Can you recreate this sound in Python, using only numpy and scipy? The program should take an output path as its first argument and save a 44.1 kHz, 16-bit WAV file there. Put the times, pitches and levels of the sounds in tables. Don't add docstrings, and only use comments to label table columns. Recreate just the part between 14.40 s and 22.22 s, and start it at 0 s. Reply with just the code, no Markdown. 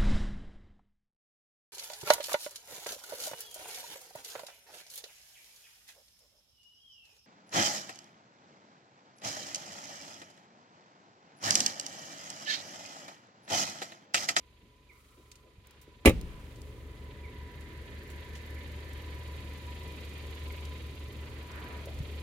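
import sys
import numpy as np
from scipy import signal
from scipy.fft import rfft, irfft, next_fast_len
from scipy.io import wavfile

SR = 44100
rng = np.random.default_rng(int(sys.argv[2]) if len(sys.argv) > 2 else 0)


def pcm_store(signal):
    levels = np.round(np.clip(np.atleast_2d(signal), -1, 1) * 32767)
    wavfile.write(sys.argv[1], SR, levels.astype(np.int16).T)


N = 344862
TIME = np.arange(N) / SR


def from_db(db):
    return 10 ** (np.asarray(db) / 20)


def rms_one(x):
    return x / np.sqrt(np.mean(x ** 2) + 1e-20)


def in_time(rows):
    s, *columns = np.transpose(rows)
    return [np.interp(TIME, s, column) for column in columns]


def at_hz(points, hz):
    point_hz, value = np.transpose(points)
    return np.interp(np.log(hz), np.log(point_hz), value)


# frequency_hz, correlation (0 to 1)
STEREO_LIKENESS = [(60, 0.8), (290, 0.96), (640, 0.79), (1400, 0), (3100, 0.2), (6800, 0)]


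def noise(gain_at, size=N):
    padded = next_fast_len(size)
    hz = np.maximum(np.fft.rfftfreq(padded, 1 / SR), 1)
    alike = np.clip(at_hz(STEREO_LIKENESS, hz), -1, 1)
    mid, side = rfft(rng.standard_normal((2, padded)))
    pair = np.sqrt(1 + alike) * mid + np.sqrt(1 - alike) * side * [[1], [-1]]
    return rms_one(irfft(pair * gain_at(hz), padded)[:, :size])


def coloured(spectrum):
    return noise(lambda hz: from_db(at_hz(spectrum, hz)))


def noise_around(centre_hz, octaves, size=N):
    return noise(lambda hz: 1 / (1 + (np.log2(hz / centre_hz) / octaves) ** 4), size=size)


def resonant(peaks):
    def gain_at(hz):
        return sum(from_db(db) / np.sqrt(width) / (1 + ((hz - centre) / width) ** 2)
                   for centre, width, db in peaks)
    return noise(gain_at)


def drift(rate):
    knots = rng.standard_normal(int(rate * N / SR) + 2)
    return np.interp(TIME * rate, np.arange(len(knots)), rms_one(knots))


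def pan(left_db):
    return from_db([[left_db / 2], [-left_db / 2]])


def clicks(times, heights):
    out = np.zeros(N)
    out[np.round(times * SR).astype(int)] = heights
    return out


def ring(drive, hz, t60):
    radius = from_db(-60 / (t60 * SR))
    angle = 2 * np.pi * hz / SR
    feedback = [1, -2 * radius * np.cos(angle), radius * radius]
    return signal.lfilter([0, np.sin(angle)], feedback, drive + 1e-18)


def dying(hits, t60):
    energy_kept = from_db(-120 / (t60 * SR))
    return np.sqrt(signal.lfilter([1], [1, -energy_kept], hits ** 2 + 1e-24))


def struck(hits, modes, uneven_db, delay_s):
    out = np.zeros((2, N))
    for k, (hz, db, t60) in enumerate(modes):
        drive = hits.copy()
        drive[hits != 0] *= from_db(uneven_db * rng.standard_normal(np.count_nonzero(hits)))
        tone = (-1) ** k * from_db(db) * ring(drive, hz, t60)
        lag_s = min(delay_s, 1 / hz / 4)
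        out += [tone, np.interp(TIME - lag_s, TIME, tone)]
    return out


def touches(rows):
    out, t = np.zeros((2, N + SR)), TIME[:SR // 2]
    for s, db, centre, octaves, rise, t60 in rows:
        shape = np.minimum(t / rise, 1) * from_db(-60 * np.maximum(t - rise, 0) / t60)
        start = round(s * SR)
        out[:, start:start + len(t)] += from_db(db) * shape * noise_around(centre, octaves, size=len(t))
    return out[:, :N]


# pitch_hz, level_db (relative), t60_s
PANEL_MODES = [(135, -31, .22), (182, -24, .14), (214, -23, .16), (265, -24, .13), (302, -20, .13),
               (339, -25, .11), (374, -20, .13), (412, -21, .12), (462, -23, .1), (519, -20, .12),
               (554, -25, .12), (610, -30, .1), (706, -25, .09), (780, -28, .09), (826, -29, .1),
               (880, -29, .12), (937, -33, .11), (1020, -35, .1), (1131, -27, .1), (1233, -35, .1)]


def body_panels(hardest):
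    return from_db(0.5) * struck(hardest, PANEL_MODES, uneven_db=3.0, delay_s=0.00026)


# pitch_hz, level_db (relative), t60_s
LOCK_SKIN_MODES = [(195, -14.5, 0.07), (323, -6.5, 0.026), (533, -11.5, 0.065), (810, -25, 0.049),
                   (1196, -22.5, 0.032)]


def lock_skin(blows):
    return struck(blows, LOCK_SKIN_MODES, uneven_db=4.5, delay_s=0.0002)


# pitch_hz, level_db (relative), t60_s
LATCH_MODES = [(2045, -12, .07), (2138, -14, .08), (2304, -12, .08), (2442, -15, .07), (2588, -13, .08),
               (2852, -15, .08), (3780, -19, .06), (4080, -20, .07), (7000, -21, .04), (9550, -20, .03)]


def steel_latch(snaps):
    return from_db(-5.0) * struck(snaps, LATCH_MODES, uneven_db=4.5, delay_s=0.00013) * pan(-1.3)


# frequency_hz, level_db_per_hz (relative)
CRACK_SPECTRUM = [(760, -36), (1300, -10.5), (1510, -12.5), (2060, 2), (2520, -1), (3560, -9), (3920, -10),
                  (4350, -19.5), (4880, -15.5), (8000, -17.5), (9460, -17), (15300, -23), (16000, -32)]


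def crack_and_rattle(snaps, crack_t60=0.031, rattle_t60=0.095):
    envelope = from_db(-10.5) * dying(snaps, crack_t60) + from_db(-13.0) * dying(snaps, rattle_t60)
    return coloured(CRACK_SPECTRUM) * envelope * pan(.8)


# pitch_hz, level_db (relative), t60_s
CABIN_MODES = [(46.3, -29.5, 0.73), (62.5, -27, 0.6), (93, -23, 0.29)]


def cabin_air(hardest, rock_at=1.655, rock_s=0.048, rock_hz=66, rock_crest=1.5):
    swell = np.sin(np.pi * np.clip((TIME - rock_at) / rock_s, 0, 1)) ** 2
    rocking = from_db(-12.8) * swell * np.cos(2 * np.pi * rock_hz * (TIME - rock_crest))
    boom = sum(from_db(db) * ring(hardest, hz, t60) for hz, db, t60 in CABIN_MODES)
    return rocking + boom


# frequency_hz, level_db_per_hz (relative)
YARD_SPECTRUM = [(80, 17), (350, 2.5), (700, -14), (1400, -20), (2600, -15.5), (5000, -26.5), (15000, -38)]


def yard_scatter(blows, t60=0.88):
    return from_db(-31.5) * coloured(YARD_SPECTRUM) * dying(blows, t60)


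# start_s, level_db, centre_hz, width_octaves, rise_s, t60_s
SEAL_AND_CATCH_TOUCHES = [(1.6495, -26, 537, 1.7, 0.0021, 0.022), (1.6515, -36, 3000, 2, 0.0039, 0.014),
                          (1.657, -19, 6800, 1.4, 0.00057, 0.0062),
                          (1.662, -25.5, 9800, 0.14, 0.0011, 0.038),
                          (1.6925, -29, 11000, 1.1, 0.0018, 0.018)]


def seal_and_catch():
    return touches(SEAL_AND_CATCH_TOUCHES)


# start_s, panel_blow_db, latch_crack_db (both relative)
LID_CONTACTS = [(1.6573, 0, -7.5), (1.6622, -23, -17.5), (1.6741, -3.5, -15), (1.681, -4.5, -19.5),
                (1.694, -5.5, -25.5), (1.706, -15, -48)]


def boot_lid():
    s, blow_db, crack_db = np.transpose(LID_CONTACTS)
    blows, snaps = clicks(s, from_db(blow_db)), clicks(s, from_db(crack_db))
    hardest = blows * (blows == blows.max())
    metal = body_panels(hardest) + lock_skin(blows) + steel_latch(snaps) + crack_and_rattle(snaps)
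    return metal + cabin_air(hardest) + yard_scatter(blows) + seal_and_catch()


# start_s, level_db, centre_hz, width_octaves, rise_s, t60_s
DOOR_TOUCHES = [(7.4705, -40.5, 530, 0.44, 0.0018, .08), (7.535, -34, 66.6, 0.47, .025, 0.2),
                (7.602, -30, 90, 0.54, .004, 0.076)]


def front_door():
    return touches(DOOR_TOUCHES)


def in_boot(leave_s=1.21, takes_s=1):
    return np.clip(1 - (TIME - leave_s) / takes_s, 0, 1)


# time_s, nearness_db (counts relative to its highest value)
ENGINE_NEARNESS = [(2.4, -68), (3.81, -61.5), (6.07, -57.5), (6.7, -61), (7.71, -59), (7.8, -58.5)]


def heard_db(mix):
    nearest_db, share, boot_loss_db = mix
    near_db, = in_time(ENGINE_NEARNESS)
    return nearest_db + share * (near_db - near_db.max()) - boot_loss_db * in_boot()


# multiple_of_firing_rate, level_db (relative)
EXHAUST_HARMONICS = [(1, -38), (2, -0.5), (3, 2.5), (4, -16), (5, -4), (6, -10.5), (9, -21), (11, -23.5),
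                     (12, -17.5), (18, -10.5)]
# base_level_at_nearest_db, share_of_nearness, boot_loss_db
EXHAUST_LEVELS = (-55.5, -0.3, 16.8)


def exhaust_pulses(firing):
    pulses = sum(from_db(db + 1.8 * drift(3.13)) * np.sin(2 * np.pi * k * firing)
                 for k, db in EXHAUST_HARMONICS)
    return np.sqrt(2) * from_db(heard_db(EXHAUST_LEVELS)) * pulses


# base_level_at_nearest_db, share_of_nearness, boot_loss_db
FAN_LEVELS = (-42.5, 0.76, 42)


def fan_hum(fan_hz=75.06):
    return np.sqrt(2) * from_db(heard_db(FAN_LEVELS) + 1.8 * drift(3.76)) * np.sin(-2 * np.pi * fan_hz * TIME)


# frequency_hz, level_db_per_hz (relative)
RUMBLE_SPECTRUM = [(20, -18), (45, -0.5), (70, 6), (110, 3.5), (170, -1.5), (300, -2), (420, -2.5),
                   (560, -6), (700, -18), (1300, -17), (2000, -40.5)]
# base_level_at_nearest_db, share_of_nearness, boot_loss_db
RUMBLE_LEVELS = (-48, .4, 13.6)


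def low_rumble():
    return from_db(heard_db(RUMBLE_LEVELS) + 0.56 * drift(9.7)) * coloured(RUMBLE_SPECTRUM)


# frequency_hz, level_db_per_hz (relative)
MECHANICS_SPECTRUM = [(710, -11), (1200, -10), (1630, -8.5), (1960, -3.5), (2250, -2.5), (2480, -2.5),
                      (2800, -4.5), (3100, -4), (4490, -10.5), (5500, -31), (7150, -24), (12100, -120)]
# base_level_at_nearest_db, share_of_nearness, boot_loss_db
MECHANICS_LEVELS = (-53, .95, 8)


def valve_gear(firing, clatter_lag=0.53, clatter_db=2.5, flutter_db=1.6):
    clatter = np.cos(2 * np.pi * (firing - clatter_lag))
    level_db = heard_db(MECHANICS_LEVELS) + clatter_db * clatter + flutter_db * drift(90)
    return from_db(level_db) * coloured(MECHANICS_SPECTRUM)


# frequency_hz, level_db_per_hz (relative)
HISS_SPECTRUM = [(2820, -6.5), (4800, -1), (5440, -7), (6900, -4), (8060, -10.5), (9330, -6.5),
                 (10600, -9.5), (11900, -8.5), (14100, -14), (15100, -26), (16000, -33)]
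# base_level_at_nearest_db, share_of_nearness, boot_loss_db
HISS_LEVELS = (-61, 1, 4.6)


def engine_hiss(tick):
    return from_db(heard_db(HISS_LEVELS) + 2.0 * tick + 0.35 * drift(60)) * coloured(HISS_SPECTRUM)


# frequency_hz, level_db_per_hz (relative)
INJECTOR_SPECTRUM = [(6000, -2), (10500, -6.5), (12000, 7), (13300, -10), (14000, -7), (14800, -1),
                     (16000, -14)]
# base_level_at_nearest_db, share_of_nearness, boot_loss_db
INJECTOR_LEVELS = (-64.5, 1.33, 13)


def injector_ticks(tick):
    level = from_db(heard_db(INJECTOR_LEVELS) + 2.0 * drift(23))
    return level * rms_one(tick ** 4) * coloured(INJECTOR_SPECTRUM)


# centre_hz, width_hz, level_db (relative)
SILL_RESONANCES = [(1600, 160, -5), (1765, 15, -4), (2020, 190, 4)]


def sill_gap(pass_s=3.96, peak_db=-56.5, fade_db_per_s2=4.5):
    return from_db(peak_db - fade_db_per_s2 * (TIME - pass_s) ** 2) * resonant(SILL_RESONANCES)


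def whistle(hz, wander_hz=5, airy_db=0, width_hz=12):
    tone = np.sqrt(2) * np.sin(2 * np.pi * np.cumsum(hz + wander_hz * drift(25)) / SR)
    return rms_one(tone + from_db(airy_db) * resonant([(hz, width_hz, 0)]))


# pitch_hz, level_db (relative)
ALTERNATOR_TONES = [(1803, -5), (2004, 1.5), (2428, -1), (3110, -8.5), (3790, -3)]
# base_level_at_nearest_db, share_of_nearness, boot_loss_db
ALTERNATOR_LEVELS = (-67, 0.95, 9)


def alternator(fading_db=3.0, fading_per_s=2.5):
    tones = np.zeros((2, N))
    for hz, db in ALTERNATOR_TONES:
        level = from_db(db + fading_db * drift(fading_per_s))
        tones += level * whistle(hz, wander_hz=5.5, airy_db=3.0, width_hz=14)
    return from_db(heard_db(ALTERNATOR_LEVELS)) * tones


# time_s, lower_db, upper_db (both relative)
BELT_SWELLS = [(1.95, -70, -67), (2.14, -74, -73), (2.99, -61, -66), (3.26, -67, -74), (3.39, -65, -68),
               (4.13, -66.5, -70), (5.46, -57.5, -63.5), (5.66, -68, -74), (6.08, -63.5, -59),
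               (6.53, -72, -67), (7.31, -58, -70), (7.57, -72, -75), (7.7, -70, -66)]


def belt(lower_hz=979, upper_hz=1008, gain_db=1.5, boot_loss_db=9.5):
    lower_db, upper_db = in_time(BELT_SWELLS)
    tones = from_db(lower_db) * whistle(lower_hz) + from_db(upper_db) * whistle(upper_hz)
    return from_db(gain_db - boot_loss_db * in_boot()) * tones


def engine(firing_hz=23.265, tick_lead=.46):
    firing = firing_hz * TIME + tick_lead + 0.024 * drift(3)
    tick = (1 + np.cos(2 * np.pi * firing)) / 2
    low = (exhaust_pulses(firing) + fan_hum() + low_rumble()) * pan(-0.22)
    middle = (valve_gear(firing) + alternator() + sill_gap()) * pan(-0.35)
    high = (engine_hiss(tick) + injector_ticks(tick)) * pan(-0.75)
    return low + middle + high + belt()


def taps(rows, octaves, rise_share):
    return touches([(s, db, hz, octaves, rise_share * t60, t60) for s, db, hz, t60 in rows])


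# start_s, level_db, centre_hz, t60_s
BOOT_BUMPS = [(.21, -60.5, 235, .3), (.76, -59.5, 354, 0.31), (1.03, -60, 416, 0.37),
              (1.18, -50, 85.7, 0.083), (1.475, -50.5, 316, 0.081)]


def bumps():
    return taps(BOOT_BUMPS, octaves=0.58, rise_share=0.076)


# start_s, length_s, level_db, centre_hz, width_octaves
RUSTLE_MOVES = [(0.498, 0.58, -71.5, 7200, 1.15), (.5, 0.76, -73.5, 1230, 0.27),
                (1.238, 0.32, -65.5, 1720, 1.25), (1.851, 0.31, -59.5, 1400, 1.2),
                (1.83, 0.9, -69, 8000, 1), (6.801, 0.64, -58.5, 1400, 0.94), (7.1, 0.39, -51.5, 1500, 0.74),
                (7.17, 0.58, -54, 420, 0.92)]


def rustles(skew=0.49, rough_db=1.5, rough_per_s=90):
    out, t = np.zeros((2, N + SR)), TIME[:SR]
    for s, length, db, centre, octaves in RUSTLE_MOVES:
        speed = np.sin(np.pi * np.minimum(t / length, 1) ** skew)
        start = round(s * SR)
        rub = np.sqrt(np.abs(speed)) * noise_around(centre, octaves, size=SR)
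        out[:, start:start + SR] += from_db(db) * rub
    return out[:, :N] * from_db(rough_db * drift(rough_per_s))


# start_s, level_db, centre_hz, t60_s
SMALL_CLICKS = [(.9148, -47.5, 4160, 0.053), (.9545, -54.5, 4450, 0.058), (1.271, -51, 12000, 0.016),
                (1.3089, -52, 8900, 0.019), (1.413, -55.5, 9400, 0.099), (1.8123, -44, 6000, .02),
                (2.158, -57, 4000, .05), (2.2174, -48, 5000, 0.017), (3.2076, -56, 6000, .065),
                (3.6995, -53.5, 8000, 0.091), (3.95, -51.5, 4000, 0.16), (4.5316, -54, 8000, .03),
                (6.2512, -48.5, 3900, 0.044), (7.1157, -53, 3500, .04), (7.4555, -49, 9000, .04),
                (7.5892, -53, 5000, .035)]


def handling_and_grit():
    return taps(SMALL_CLICKS, octaves=1.14, rise_share=0.025)


def glides(rows, from_hz, to_hz):
    out = np.zeros(N)
    for s, length, db in rows:
        along = np.clip((TIME - s) / length, 0, 1)
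        pitch = from_hz + (to_hz - from_hz) * along
        out += from_db(db) * np.sin(np.pi * along) * np.sin(2 * np.pi * np.cumsum(pitch) / SR)
    return out


# start_s, length_s, level_db
BIRD_CHIRPS = [(.488, .033, -55), (2.828, 0.049, -52), (4.154, .035, -51), (6.101, 0.011, -43.5)]
# start_s, length_s, level_db
BIRD_RISING_NOTES = [(.66, 0.11, -72)]


def birds(echo_t60=0.47, echo_db=-0.5):
    calls = glides(BIRD_CHIRPS, from_hz=2530, to_hz=1914)
    calls = calls + glides(BIRD_RISING_NOTES, from_hz=1220, to_hz=1400)
    scatter = rng.standard_normal((2, SR)) * from_db(-60 * TIME[:SR] / echo_t60)
    echo = signal.fftconvolve(calls[None], rms_one(scatter) / np.sqrt(SR))[:, :N]
    return calls + from_db(echo_db) * echo


def scene():
    person = bumps() + rustles() + handling_and_grit()
    return boot_lid() + front_door() + engine() + person + birds()


def record(dry, port_share=0.32, port_low_hz=1600, port_high_hz=4200, bass_cut_hz=24, cutoff_hz=15900):
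    presence_band = signal.butter(1, [port_low_hz, port_high_hz], "band", fs=SR, output="sos")
    presence = signal.sosfilt(presence_band, dry)
    heard = (dry + port_share * presence * [[-1], [1]]) * pan(0.98)
    heard = signal.sosfilt(signal.butter(1, bass_cut_hz, "high", fs=SR, output="sos"), heard)
    rounded = heard / (1 + heard ** 6) ** (1 / 6)
    return signal.sosfilt(signal.ellip(10, .1, 90, cutoff_hz, fs=SR, output="sos"), rounded)


dry = scene()
out = record(dry)
pcm_store(out)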